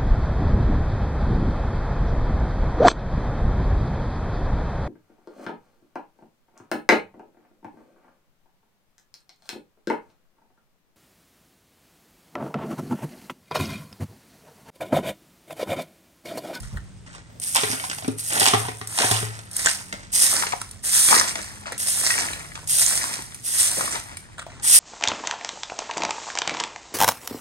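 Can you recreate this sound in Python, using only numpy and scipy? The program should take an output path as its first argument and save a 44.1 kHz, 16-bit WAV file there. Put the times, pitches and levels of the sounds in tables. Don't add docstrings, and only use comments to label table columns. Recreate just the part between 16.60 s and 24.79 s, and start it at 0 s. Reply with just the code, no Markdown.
import sys
import numpy as np
from scipy import signal
from scipy.fft import rfft, irfft
from scipy.io import wavfile
from scipy.ndimage import uniform_filter1d

SR = 44100
rng = np.random.default_rng(int(sys.argv[2]) if len(sys.argv) > 2 else 0)


def output_pcm(signal):
    pcm = np.clip(np.atleast_2d(signal).T, -1, 1) * 32767
    wavfile.write(sys.argv[1], SR, np.round(pcm).astype(np.int16))


N = 361179
TIME = np.arange(N) / SR


def from_db(db):
    return 10 ** (np.asarray(db) / 20)


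def rms_one(x):
    return x / np.sqrt(np.mean(x ** 2) + 1e-20)


def in_time(rows):
    s, *columns = np.transpose(rows)
    return [np.interp(TIME, s, c) for c in columns]


def drift(rate):
    knots = rng.standard_normal(4096)
    return np.interp(TIME * rate, np.arange(len(knots)), knots) / np.sqrt(2 / 3)


def coloured(x, spectrum):
    size = 2 ** 19
    hz, db = np.transpose(spectrum)
    grid = np.maximum(np.fft.rfftfreq(size, 1 / SR), 1)
    gain = from_db(np.interp(np.log(grid), np.log(hz), db))
    cepstrum = irfft(np.log(gain))
    cepstrum[1:size // 2] *= 2
    cepstrum[size // 2 + 1:] = 0
    response = np.exp(rfft(cepstrum))
    return irfft(rfft(x, size) * response)[..., :N]


def ring(x, hz, t60):
    r = from_db(-60 / (t60 * SR))
    w = 2 * np.pi * hz / SR
    return signal.lfilter([0, np.sin(w)], [1, -2 * r * np.cos(w), r * r], x + 1e-18)


CONTACT_RISE_S = 0.00025


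def burst(t60, size=8192):
    t = np.arange(size) / SR
    rise = 1 - np.exp(-t / CONTACT_RISE_S)
    return rng.standard_normal(size) * from_db(-60 * t / t60) * rise


def add(track, s, sound):
    start = int(np.clip(round(s * SR), 0, N - 1))
    track[start:start + len(sound)] += sound[:N - start]


def grains(per_s, spread_db, t60):
    sizes = from_db(spread_db * np.minimum(rng.exponential(1, N), 4))
    power = (rng.random(N) < per_s / SR) * sizes ** 2
    power = signal.lfilter([1], [1, -from_db(-120 / (t60 * SR))], power + 1e-18)
    return rms_one(np.sqrt(power) * rng.standard_normal(N))


def spells(rows, rise_s, fall_s):
    out = np.zeros(N)
    for s, length_s, db in rows:
        age = np.maximum(TIME - s, 0)
        onset = np.minimum(age / rise_s, 1)
        release = np.exp(-np.clip((age - length_s) / fall_s, 0, 20))
        out += from_db(db) * onset * release
    return out


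# touch-down t/s, time to full pressure t/s, time held t/s, time until litter is met t/s,
# scratch level/dB, attenuation at touch-down level/dB, rasp re scratch level/dB, grit level/dB,
# jump on meeting the litter level/dB, fade after lifting dB/s,
# starting place (0 ahead, 1 right; limited to these), swing in places/s (positive is to the right)
STROKES = [(0.0, 0.014, 0.062, 0.008, -49, -50.5, 0.5, -47.5, -16, 44, 0.27, 1),
           (0.797, 0.33, 0.41, 0.18, -31, 1.5, -6, -31, 13.5, 26, 1.64, 1.5),
           (1.565, 0.27, 0.18, .15, -24.5, 9.5, -19, -26, 20, 29, 1, -0.5),
           (2.271, .16, 0.19, 0.13, -25.5, 16.5, -9, -23.5, 19.5, 73, 0.2, 2),
           (2.909, 0.092, 0.14, 0.14, -25.5, 21, 3, -37, 11, 90, 0.21, 1.8),
           (3.512, 0.088, 0.22, 0.23, -16, 9.5, -1, -32.5, 7, 67, 1.15, -4),
           (4.22, 0.21, 0.14, 0.29, -13.5, 14, -0.5, -21, 19, 49.5, 0.41, -1),
           (5.176, 0.26, 0.31, 0.4, -21.5, 6, 0, -30, 2.5, 23, 1.02, -3.5),
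           (6.068, .13, 0.34, 0.41, -17.5, 7.5, -6, -35.5, 0, 34, 1.26, -5),
           (6.826, 0.17, 0.39, 0.39, -18, 14.5, -3.5, -30.5, 5.5, 65, 1.15, -4.5),
           (8.016, 0.13, .1, 0.04, -11, 17.5, -22, -43.5, -1, 55, 1.7, 5)]
# t/s, grit level/dB, t60 t/s
GRAZES = [(0.46, -48, 0.99), (3.325, -43, 0.67), (5.055, -34.5, 0.35), (5.119, -34, 0.093),
          (5.948, -51, 0.53), (7.864, -49, 1)]
GRAZE_SCRATCH_DB = -30
LAND_S, EASE_DB_PER_S = 0.032, 48
LIFT_DB, LIFT_S = 7.5, 0.043
GATHER_DB_PER_S, SPILL_DB_PER_S, SETTLE_DB_PER_S = 51.5, 41, 51.5
RASP_FOLLOWS = 0.74


def strokes():
    scratch, rasp, pushed, place = np.full((4, N), 1e-5)
    for (s, press_s, hold_s, litter_s, db, swell_db, rasp_db, grit_db,
         jump_db, fade_db_per_s, start, swing) in STROKES:
        age = np.maximum(TIME - s, 0)
        landed = np.sin(np.pi / 2 * np.minimum(age / LAND_S, 1)) ** 2
        lifted = np.maximum(age - press_s - hold_s, 0)
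        lift_db = LIFT_DB * (1 - np.exp(-lifted / LIFT_S))
        swelling_db = -swell_db * np.maximum(1 - age / press_s, 0)
        easing_db = -EASE_DB_PER_S * np.clip(age - press_s, 0, hold_s)
        pressure_db = swelling_db + easing_db - lift_db - fade_db_per_s * lifted
        ahead = np.maximum(litter_s - age, 0)
        past = np.maximum(age - lifted - litter_s, 0)
        heap_db = -GATHER_DB_PER_S * ahead - jump_db * np.minimum(ahead / 0.021, 1) - SPILL_DB_PER_S * past
        scratch += landed * from_db(db + pressure_db)
        rasp += landed * from_db(db + pressure_db + rasp_db + RASP_FOLLOWS * heap_db)
        pushed += landed * from_db(grit_db + heap_db - 0.59 * lift_db - SETTLE_DB_PER_S * lifted)
        place = np.where(TIME >= s, np.clip(start + swing * age, 0, 1), place)
    for s, db, t60 in GRAZES:
        age = np.maximum(TIME - s, 0)
        graze = np.minimum(age / 0.0033, 1) * from_db(db - 60 * age / t60)
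        pushed += graze
        scratch += graze * from_db(GRAZE_SCRATCH_DB)
    return scratch, rasp, pushed, uniform_filter1d(place, size=900)


# t/s, half width t/s, level/dB
SURGES = [(0.85, 0.025, 2.5), (1.6, 0.041, -4), (3.53, 0.022, -2.5), (3.02, 0.028, -2.5),
          (3.63, 0.016, 2.5), (4.355, 0.041, 3), (4.42, 0.026, -3), (5.51, 0.025, 4), (6.24, 0.023, 2.5),
          (7.015, 0.031, 3), (8.09, .025, 2), (8.15, .035, -1)]


def surges():
    return from_db(sum(db * np.exp(-((TIME - s) / width_s) ** 2) for s, width_s, db in SURGES))


# f/Hz, level/dB
SCRATCH = [(150, -53), (500, -33), (1000, -21), (1900, -13.5), (2700, -12), (4200, -11), (5800, -7),
           (7600, -8), (8700, -1), (9500, 3.5), (10600, -4), (12000, -11), (13700, -30), (15800, -25.5)]
# f/Hz, level/dB
RASPING = [(150, -59), (600, 0), (1300, -0.5), (2000, 9.5), (3300, -2.5), (5000, 10.5), (7000, 4.5),
           (9500, 6.5), (12000, -17), (15000, -28)]


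def stick_tips(scratch, rasp):
    per_s = 2200 * (scratch * from_db(23.5)) ** 0.91
    evenness = np.sqrt(np.mean(per_s) / per_s)
    slips = evenness * grains(per_s, spread_db=2.0, t60=0.0051)
    slips = slips + from_db(-2.0) * rng.standard_normal(N)
    hiss = rms_one(coloured(slips, SCRATCH)) * from_db(1.0 * drift(70))
    judders = rms_one(coloured(grains(700, spread_db=4.0, t60=0.0038), RASPING))
    judders = judders * from_db(5.1 * drift(45))
    return (scratch * hiss + rasp * judders) * from_db(-1.5 + 1.86 * drift(35))


# t/s, length t/s, level/dB
SKIDS = [(2.377, 0.051, -36), (3.052, 0.015, -20), (6.26, 0.022, -23), (7.31, 0.032, -33)]
# f/Hz, level/dB
SCREECH = [(500, -25), (2000, -5), (4000, -8.5), (6800, 10), (9000, 8), (13000, -43)]


def skids():
    judder = rms_one(coloured(grains(460, spread_db=4.0, t60=0.009), SCREECH))
    return judder * spells(SKIDS, rise_s=0.0046, fall_s=0.0027)


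# f/Hz, level/dB
SNAG = [(300, -25), (1000, -11), (2000, 2), (3300, -4.5), (6000, 0), (9000, 8.5), (12000, -17),
        (15500, -12)]
SNAGS_PER_S, SNAG_DB = 90, -17
SNAG_FOLLOWS = 0.8


def twig_snags(scratch):
    cracks = rms_one(coloured(grains(SNAGS_PER_S, spread_db=2.5, t60=.0035), SNAG))
    return cracks * from_db(SNAG_DB) * scratch ** SNAG_FOLLOWS


# f/Hz, level/dB
STRAY = [(150, -20), (700, 10), (1500, -16), (3500, -5), (6000, -36), (9000, 6), (12000, -6), (15000, -16)]
STRAY_PER_S, STRAY_DB = 36, -35.5
STRAY_FOLLOWS = 0.7


def strays(scratch):
    ticks = rms_one(coloured(grains(STRAY_PER_S, spread_db=-1.0, t60=0.012), STRAY))
    return ticks * from_db(STRAY_DB) * scratch ** STRAY_FOLLOWS


# t/s, level/dB
FLICKS = [(0.7987, -36.5), (0.947, -20), (0.9592, -22), (1.478, -35.5), (1.798, -19), (1.8408, -21),
          (2.2727, -30.5), (2.373, -29), (2.512, -21), (2.913, -37.5), (2.9653, -23), (3.047, -28),
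          (3.094, -31), (3.621, -20), (3.737, -21), (4.0145, -31), (4.09, -47), (4.111, -36.5),
          (5.121, -35), (5.179, -32.5), (6.074, -28.5), (6.194, -20.5), (6.221, -28), (6.621, -30),
          (6.745, -30.5), (7.57, -30.5)]


def flicks():
    out = np.zeros(N)
    for s, db in FLICKS:
        add(out, s, from_db(db + 15.5) * burst(t60=0.024))
    return coloured(out, SCRATCH)


# f/Hz, level/dB
GRIT = [(80, -21.5), (250, -0.5), (480, -8.5), (800, -2.5), (1200, -2), (2000, 1), (3200, -7), (5000, -6.5),
        (9000, -10), (15000, -104)]


def grit():
    pitches = np.geomspace(450, 4200, num=24)
    sizes = from_db(3.9 * np.minimum(rng.exponential(1, N), 4)) * rng.choice([-1, 1], N)
    hits = sizes * (rng.random(N) < 600 / SR)
    dealt = rng.integers(0, len(pitches), N)
    pings = sum(ring(hits * (dealt == k), hz, 18 / hz) * np.sqrt(hz) for k, hz in enumerate(pitches))
    crunch = grains(450, spread_db=3.5, t60=0.036)
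    rattle = rms_one(coloured(crunch + from_db(-7.5) * rms_one(pings), GRIT))
    return rattle * from_db(1 + 2.4 * drift(25))


# t/s, ring level/dB,
# centre of the modes f/Hz, snap level/dB
CLACKS = [(0.171, -34.5, 1360, -54), (0.549, -41, 1130, -39.5), (1.198, -28.5, 2590, -38),
          (1.298, -35, 1320, -22), (1.313, -32, 1470, -23.5), (1.33, -33, 1440, -27.5),
          (1.383, -35, 730, -27.5), (1.703, -34, 2780, -26.5), (2.377, -36, 935, -21.5),
          (2.79, -42.5, 617, -32), (3.058, -18, 1503, -16), (3.069, -14.5, 1535, -20),
          (3.326, -26, 1700, -26), (3.728, -27.5, 988, -37), (3.823, -21.5, 1330, -19.5),
          (3.835, -20.5, 1020, -38), (3.867, -52, 1070, -18.5), (3.922, -50, 2000, -18.5),
          (3.93, -22.5, 950, -45), (3.935, -22, 724, -48), (4.015, -32, 1130, -28.5),
          (4.486, -37, 1590, -13.5), (4.527, -10.5, 1040, -33), (4.543, -13, 1390, -16),
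          (4.612, -13.5, 1080, -25), (4.755, -34, 754, -20.5), (5.504, -16, 1815, -35),
          (5.539, -20, 1790, -33), (5.579, -19, 2030, -38), (5.685, -26.5, 1840, -45),
          (5.706, -32, 262, -46), (5.732, -27, 2400, -27), (5.917, -36, 1760, -42),
          (6.311, -30.5, 1620, -42), (6.591, -37, 320, -30.5), (5.954, -36, 1730, -25.5),
          (6.413, -26, 1610, -51), (6.44, -27.5, 1050, -32), (6.721, -50, 1520, -35.5),
          (7.171, -29.5, 566, -52), (7.208, -23.5, 965, -38), (7.277, -26, 1200, -38),
          (7.57, -35, 2100, -40), (7.355, -31, 794, -21.5), (7.795, -36, 1520, -29.5),
          (7.865, -35.5, 635, -43), (7.885, -42, 700, -52)]
# f/Hz, level/dB
SNAP = [(100, -9), (400, -4.5), (900, -3), (2000, 2.5), (4000, -2.5), (9000, -4.5), (15000, -75)]


def clacks():
    rings, snaps = np.zeros(N), np.zeros(N)
    for s, db, hz, snap_db in CLACKS:
        octaves = np.linspace(-.45, .65, num=7) + rng.normal(0, 0.08, 7)
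        body = sum(ring(burst(t60=.008), hz * 2 ** o, .024) * from_db(-18 * abs(o)) for o in octaves)
        body = np.diff(body, prepend=0)
        add(rings, s, from_db(db + 8) * body / np.max(np.abs(body)))
        add(snaps, s, from_db(snap_db + 6.5) * burst(t60=0.034))
    return rings + coloured(snaps, SNAP)


# t/s, length t/s, level/dB
CLODS = [(0.545, 0.0091, -56), (0.69, 0.12, -56), (3.325, .012, -40), (3.36, 0.017, -56),
         (5.915, 0.0078, -48), (3.62, 0.027, -44), (3.73, 0.13, -43), (4.73, 0.08, -41), (5.54, 0.059, -45),
         (6.27, 0.25, -52), (7.172, 0.018, -29.5), (7.21, 0.15, -42.5)]
# f/Hz, level/dB
CLOD = [(80, -16.5), (200, 2.5), (380, -4.5), (600, 0), (1000, -17), (3000, -28)]


def clods():
    tumble = rms_one(coloured(grains(160, spread_db=0.5, t60=0.052), CLOD))
    return tumble * spells(CLODS, rise_s=0.0091, fall_s=0.0099)


# t/s, shell level/dB, neck air level/dB, body level/dB, pitch of the spot struck f/Hz
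KNOCKS = [(0.953, -14.5, -73, -59, 1070), (1.034, -10, -44, -28.5, 415), (1.099, -40, -43, -38, 270),
          (1.13, -17.5, -50, -34, 270), (1.239, -22, -57, -66, 1020), (1.423, -26, -49, -51, 675),
          (1.445, -22, -58, -38, 276), (1.481, -22, -38, -21, 273), (1.758, -35, -46, -35, 630),
          (1.815, -11.5, -42, -25.5, 807), (1.873, -7, -59, -24.5, 905), (1.936, -6, -30.5, -17, 1140),
          (1.946, -11.5, -51, -37, 766), (2.051, -22, -36.5, -47, 980), (2.084, -20, -36.5, -29, 970),
          (2.213, -23.5, -45, -36.5, 1142), (2.442, -18, -38.5, -27, 770), (2.512, -11, -29, -24, 714),
          (2.628, -24, -34, -37, 434)]
# f/Hz, level/dB, t60 t/s
BOTTLE_MODES = [(110, 1.5, .6), (272, -6, .1), (370, -7, .06), (430, -2, .075), (660, -17, .035),
                (765, -11, .07), (980, -12, .035), (1140, -12, .022), (1410, -12, .025), (1680, -13, .02),
                (2040, -13, .015), (2450, -13, .015), (3240, -12, .015), (3900, -15, .012)]
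# f/Hz, level/dB
SKID = [(100, -27), (300, -18), (750, 7), (1200, 13), (2000, 21), (3400, 13.5), (6000, 11), (15000, -71)]
SPOT_DB, SPOT_OCTAVES = 11, 0.13


def bottles():
    out, crinkle = np.zeros(N), np.zeros(N)
    click = signal.unit_impulse(SR)
    for s, shell_db, neck_db, body_db, spot_hz in KNOCKS:
        luck = rng.standard_normal((len(BOTTLE_MODES), 2))
        for k, (hz, mode_db, t60) in enumerate(BOTTLE_MODES):
            if k == 0:
                part_db = neck_db + 8.0
            elif k < 4:
                part_db = body_db + 3.0
            else:
                part_db = shell_db + 2 * luck[k, 0]
            part_db += SPOT_DB * np.exp(-(np.log2(hz / spot_hz) / SPOT_OCTAVES) ** 2)
            dent = 1 + .022 * luck[k, 1] * (k > 0)
            add(out, s, (-1) ** k * from_db(part_db + mode_db) * ring(click, hz * dent, t60))
        skidding = burst(t60=0.044) + from_db(-10.5) * burst(t60=0.059)
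        add(crinkle, s, from_db(shell_db - 19.5) * skidding)
    no_bass = signal.butter(2, 85, "high", fs=SR, output="sos")
    return signal.sosfilt(no_bass, out + coloured(crinkle, SKID))


# t/s, length t/s, level/dB
SHOVES = [(0.943, 0.038, -21.5), (1.0, 0.14, -39), (1.71, 0.073, -38), (1.797, 0.089, -21),
          (1.96, .03, -40), (2.375, 0.063, -25), (2.5, 0.073, -27.5), (3.04, 0.053, -31)]
# f/Hz, level/dB
RAP = [(150, -33), (520, -12), (720, 7.5), (950, 7), (1500, -3), (3000, 4), (6000, -3), (9000, -1),
       (14000, -29)]


def patter():
    raps = grains(200, spread_db=2.6, t60=.0035)
    return rms_one(coloured(raps, RAP)) * spells(SHOVES, rise_s=0.0037, fall_s=0.0094)


# t/s, length t/s, level/dB
SCUFFS = [(0.158, 0.027, -46.5), (0.52, 0.041, -54), (5.055, 0.028, -37.5), (5.948, 0.05, -41.5),
          (7.776, 0.019, -33.5), (7.812, 0.014, -38), (7.895, 0.094, -53)]
# f/Hz, level/dB
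SCUFF = [(150, -42), (600, -7), (1500, 6), (2200, -11), (2900, -6), (6000, -20), (9000, -7), (12000, -33)]


def scuffs():
    crunch = rms_one(coloured(grains(700, spread_db=4.0, t60=0.017), SCUFF))
    return crunch * spells(SCUFFS, rise_s=0.0089, fall_s=0.0054)


# t/s, level/dB
STEPS = [(0.126, -29.5), (0.144, -30), (5.707, -42)]
# f/Hz, level/dB
THUD = [(25, -27), (50, 5), (80, -0.5), (130, -1), (200, -18), (320, -29), (1000, -34), (4000, -56)]


def steps():
    out = np.zeros(N)
    for s, db in STEPS:
        add(out, s, from_db(db + 25.5) * burst(t60=0.23))
    return coloured(out, THUD)


# f/Hz, phase/rad with the source right, ahead, left
LEADS = [(0, 0, 0, 0), (500, -1.6, -.4, 1.7), (1000, -2.4, -.5, 2.4), (2000, -2.7, -.6, 1.6),
         (2500, -3.9, -1.9, 2.1), (3150, -5.9, -3.3, 3.2), (3700, -7, -5, 1.9), (4300, -8.7, -6.3, .2),
         (5000, -10.3, -7.8, -.4), (6000, -12.5, -10.8, -3.7), (6700, -14.2, -13, -4.7),
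         (7400, -14.3, -13.9, -7.4), (8400, -13.1, -13.1, -6.8)]
# f/Hz, left re right level/dB with the source right, the same on the left, shading on the left level/dB
SIDES = [(150, 5.5, 0.71, -2), (880, -9, 8, 1), (1900, 0, 1.4, -1), (3030, 1.5, 0.55, -1.5),
         (4670, -6.5, 0.58, -3), (9800, 7.5, 0.45, -5)]


def at_ports(x, place, flung=0):
    hz, s, frames = signal.stft(x, SR, nperseg=256, noverlap=128)
    to_left = np.interp(s, TIME, flung + np.zeros(N)) > .5
    place = np.clip(np.interp(s, TIME, place), -.3, 1.3)

    def at_bins(rows):
        f, *columns = np.transpose(rows)
        return [np.interp(hz, f, c)[:, None] for c in columns]

    right, ahead, left = at_bins(LEADS)
    lead = np.where(to_left, left, ahead + (right - ahead) * place)
    pan_right, pan_left, shade = at_bins(SIDES)
    pan_db = np.where(to_left, pan_left, pan_right * place)
    heard = [frames * from_db(shade * to_left + side * pan_db / 2) * np.exp(1j * side * lead / 2)
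             for side in (1, -1)]
    return signal.istft(np.array(heard), SR, nperseg=256, noverlap=128)[1][:, :N]


SCATTER_ABOVE_HZ = 400


def courtyard(x, t60, wet_db):
    t = TIME[:SR // 2]
    tail = rng.standard_normal((2, len(t))) * from_db(-60 * t / t60) * (1 - np.exp(-t / 0.000083))
    tail /= np.sqrt(np.sum(tail ** 2, axis=1, keepdims=True))
    no_bass = signal.butter(2, SCATTER_ABOVE_HZ, "high", fs=SR, output="sos")
    scattered = signal.sosfilt(no_bass, x)
    return from_db(wet_db) * signal.fftconvolve(scattered[None], tail, axes=1)[:, :N]


# f/Hz, level/dB
YARD = [(20, -37), (50, -10), (90, 5.5), (150, -2.5), (260, -8.5), (500, -18), (1200, -22.5), (3000, -25.5),
        (6000, -30), (9000, -26.5), (11000, -62), (16000, -52)]
# t/s, f/Hz, level/dB
DRONE = [(0, 208, -50.5), (.7, 164, -53.5), (1.4, 150, -49), (2.9, 186, -56), (3.5, 191, -54),
         (4.2, 203, -58.5), (5.2, 209.3, -54.5), (5.7, 161, -52), (7.1, 134.1, -56.5), (8.19, 151, -54)]
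# t/s, level/dB
BREEZE = [(0.0, -52.5), (0.62, -68.5), (0.96, -88), (3.31, -68.5), (6.38, -66.5), (6.5, -70), (8.19, -66.5)]
# f/Hz, level/dB
WIND = [(15, -29), (28, -17), (45, 0.5), (70, -11), (130, -9.5), (400, -75)]


def outdoors():
    air = rng.standard_normal(N) + 1.0 * rng.standard_normal((2, N))
    rumble = from_db(-48.0 + 0.42 * drift(3.7)) * rms_one(coloured(air, YARD))
    hz, db = in_time(DRONE)
    phase = 2 * np.pi * np.cumsum(hz * (1 + .006 * drift(6))) / SR
    drone = from_db(db + 2 * drift(7)) * np.sin(phase)
    breeze_db, = in_time(BREEZE)
    breeze = from_db(breeze_db + 17.5) * rms_one(coloured(rng.standard_normal((2, N)), WIND))
    no_bass = signal.butter(2, 35, "high", fs=SR, output="sos")
    return rumble + drone + signal.sosfilt(no_bass, breeze)


# from t/s, to t/s
FLUNG = [(3.8, 4), (4.5, 5.12), (5.48, 5.98), (6.38, 7), (7.15, 7.77), (7.85, 7.2)]
FAN_PLACES = 0.24


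def scene():
    scratch, rasp, pushed, place = strokes()
    dug = surges()
    halves = [stick_tips(scratch * dug, rasp * dug) / np.sqrt(2) for _ in range(2)]
    broom = at_ports(halves[0], place - FAN_PLACES) + at_ports(halves[1], place + FAN_PLACES)
    ticks = strays(scratch) + twig_snags(scratch * dug) + flicks() + skids()
    litter = pushed * grit() + ticks + clacks() + scuffs() + clods()
    tumbling = bottles() + patter()
    flung = sum((TIME >= start) & (TIME < end) for start, end in FLUNG)
    echoes = courtyard(sum(halves) + litter, t60=0.28, wet_db=-7.5)
    echoes = echoes + courtyard(tumbling, t60=0.32, wet_db=-2.0)
    return broom + at_ports(litter + tumbling, place, flung) + echoes + steps() + outdoors()


# f/Hz, left level/dB, right level/dB
PORTS = [(100, 0, 0), (600, 0, 0), (1400, .5, -1), (2000, 2, -2.5), (2600, -.5, -1), (3300, .5, 1),
         (4200, -.5, 0), (5000, -1, 2), (6200, -2.5, 3.5), (7300, -2.5, 3.5), (8000, 1, 2), (8800, 0, 0)]
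SHARED_ABOVE_HZ, SHARED_LAG_S = 7900, .00029
CUTOFF_HZ = 15750


def record(dry):
    size = 2 ** 19
    ports, hz = np.array(PORTS), np.fft.rfftfreq(size, 1 / SR)
    left, right = rfft([coloured(dry[k], ports[:, [0, k + 1]]) for k in range(2)], size)
    shared = 1 / (1 + np.exp((SHARED_ABOVE_HZ - hz) / 250))
    late = -left * np.exp(-2j * np.pi * hz * SHARED_LAG_S)
    right = np.sqrt(1 - shared) * right + np.sqrt(shared) * late
    wave = np.clip(irfft([left, right])[:, :N], -1, 1)
    low_pass = signal.ellip(10, .1, 80, CUTOFF_HZ, fs=SR, output="sos")
    return signal.sosfilt(low_pass, wave)


dry = scene()
out = record(dry)
output_pcm(out)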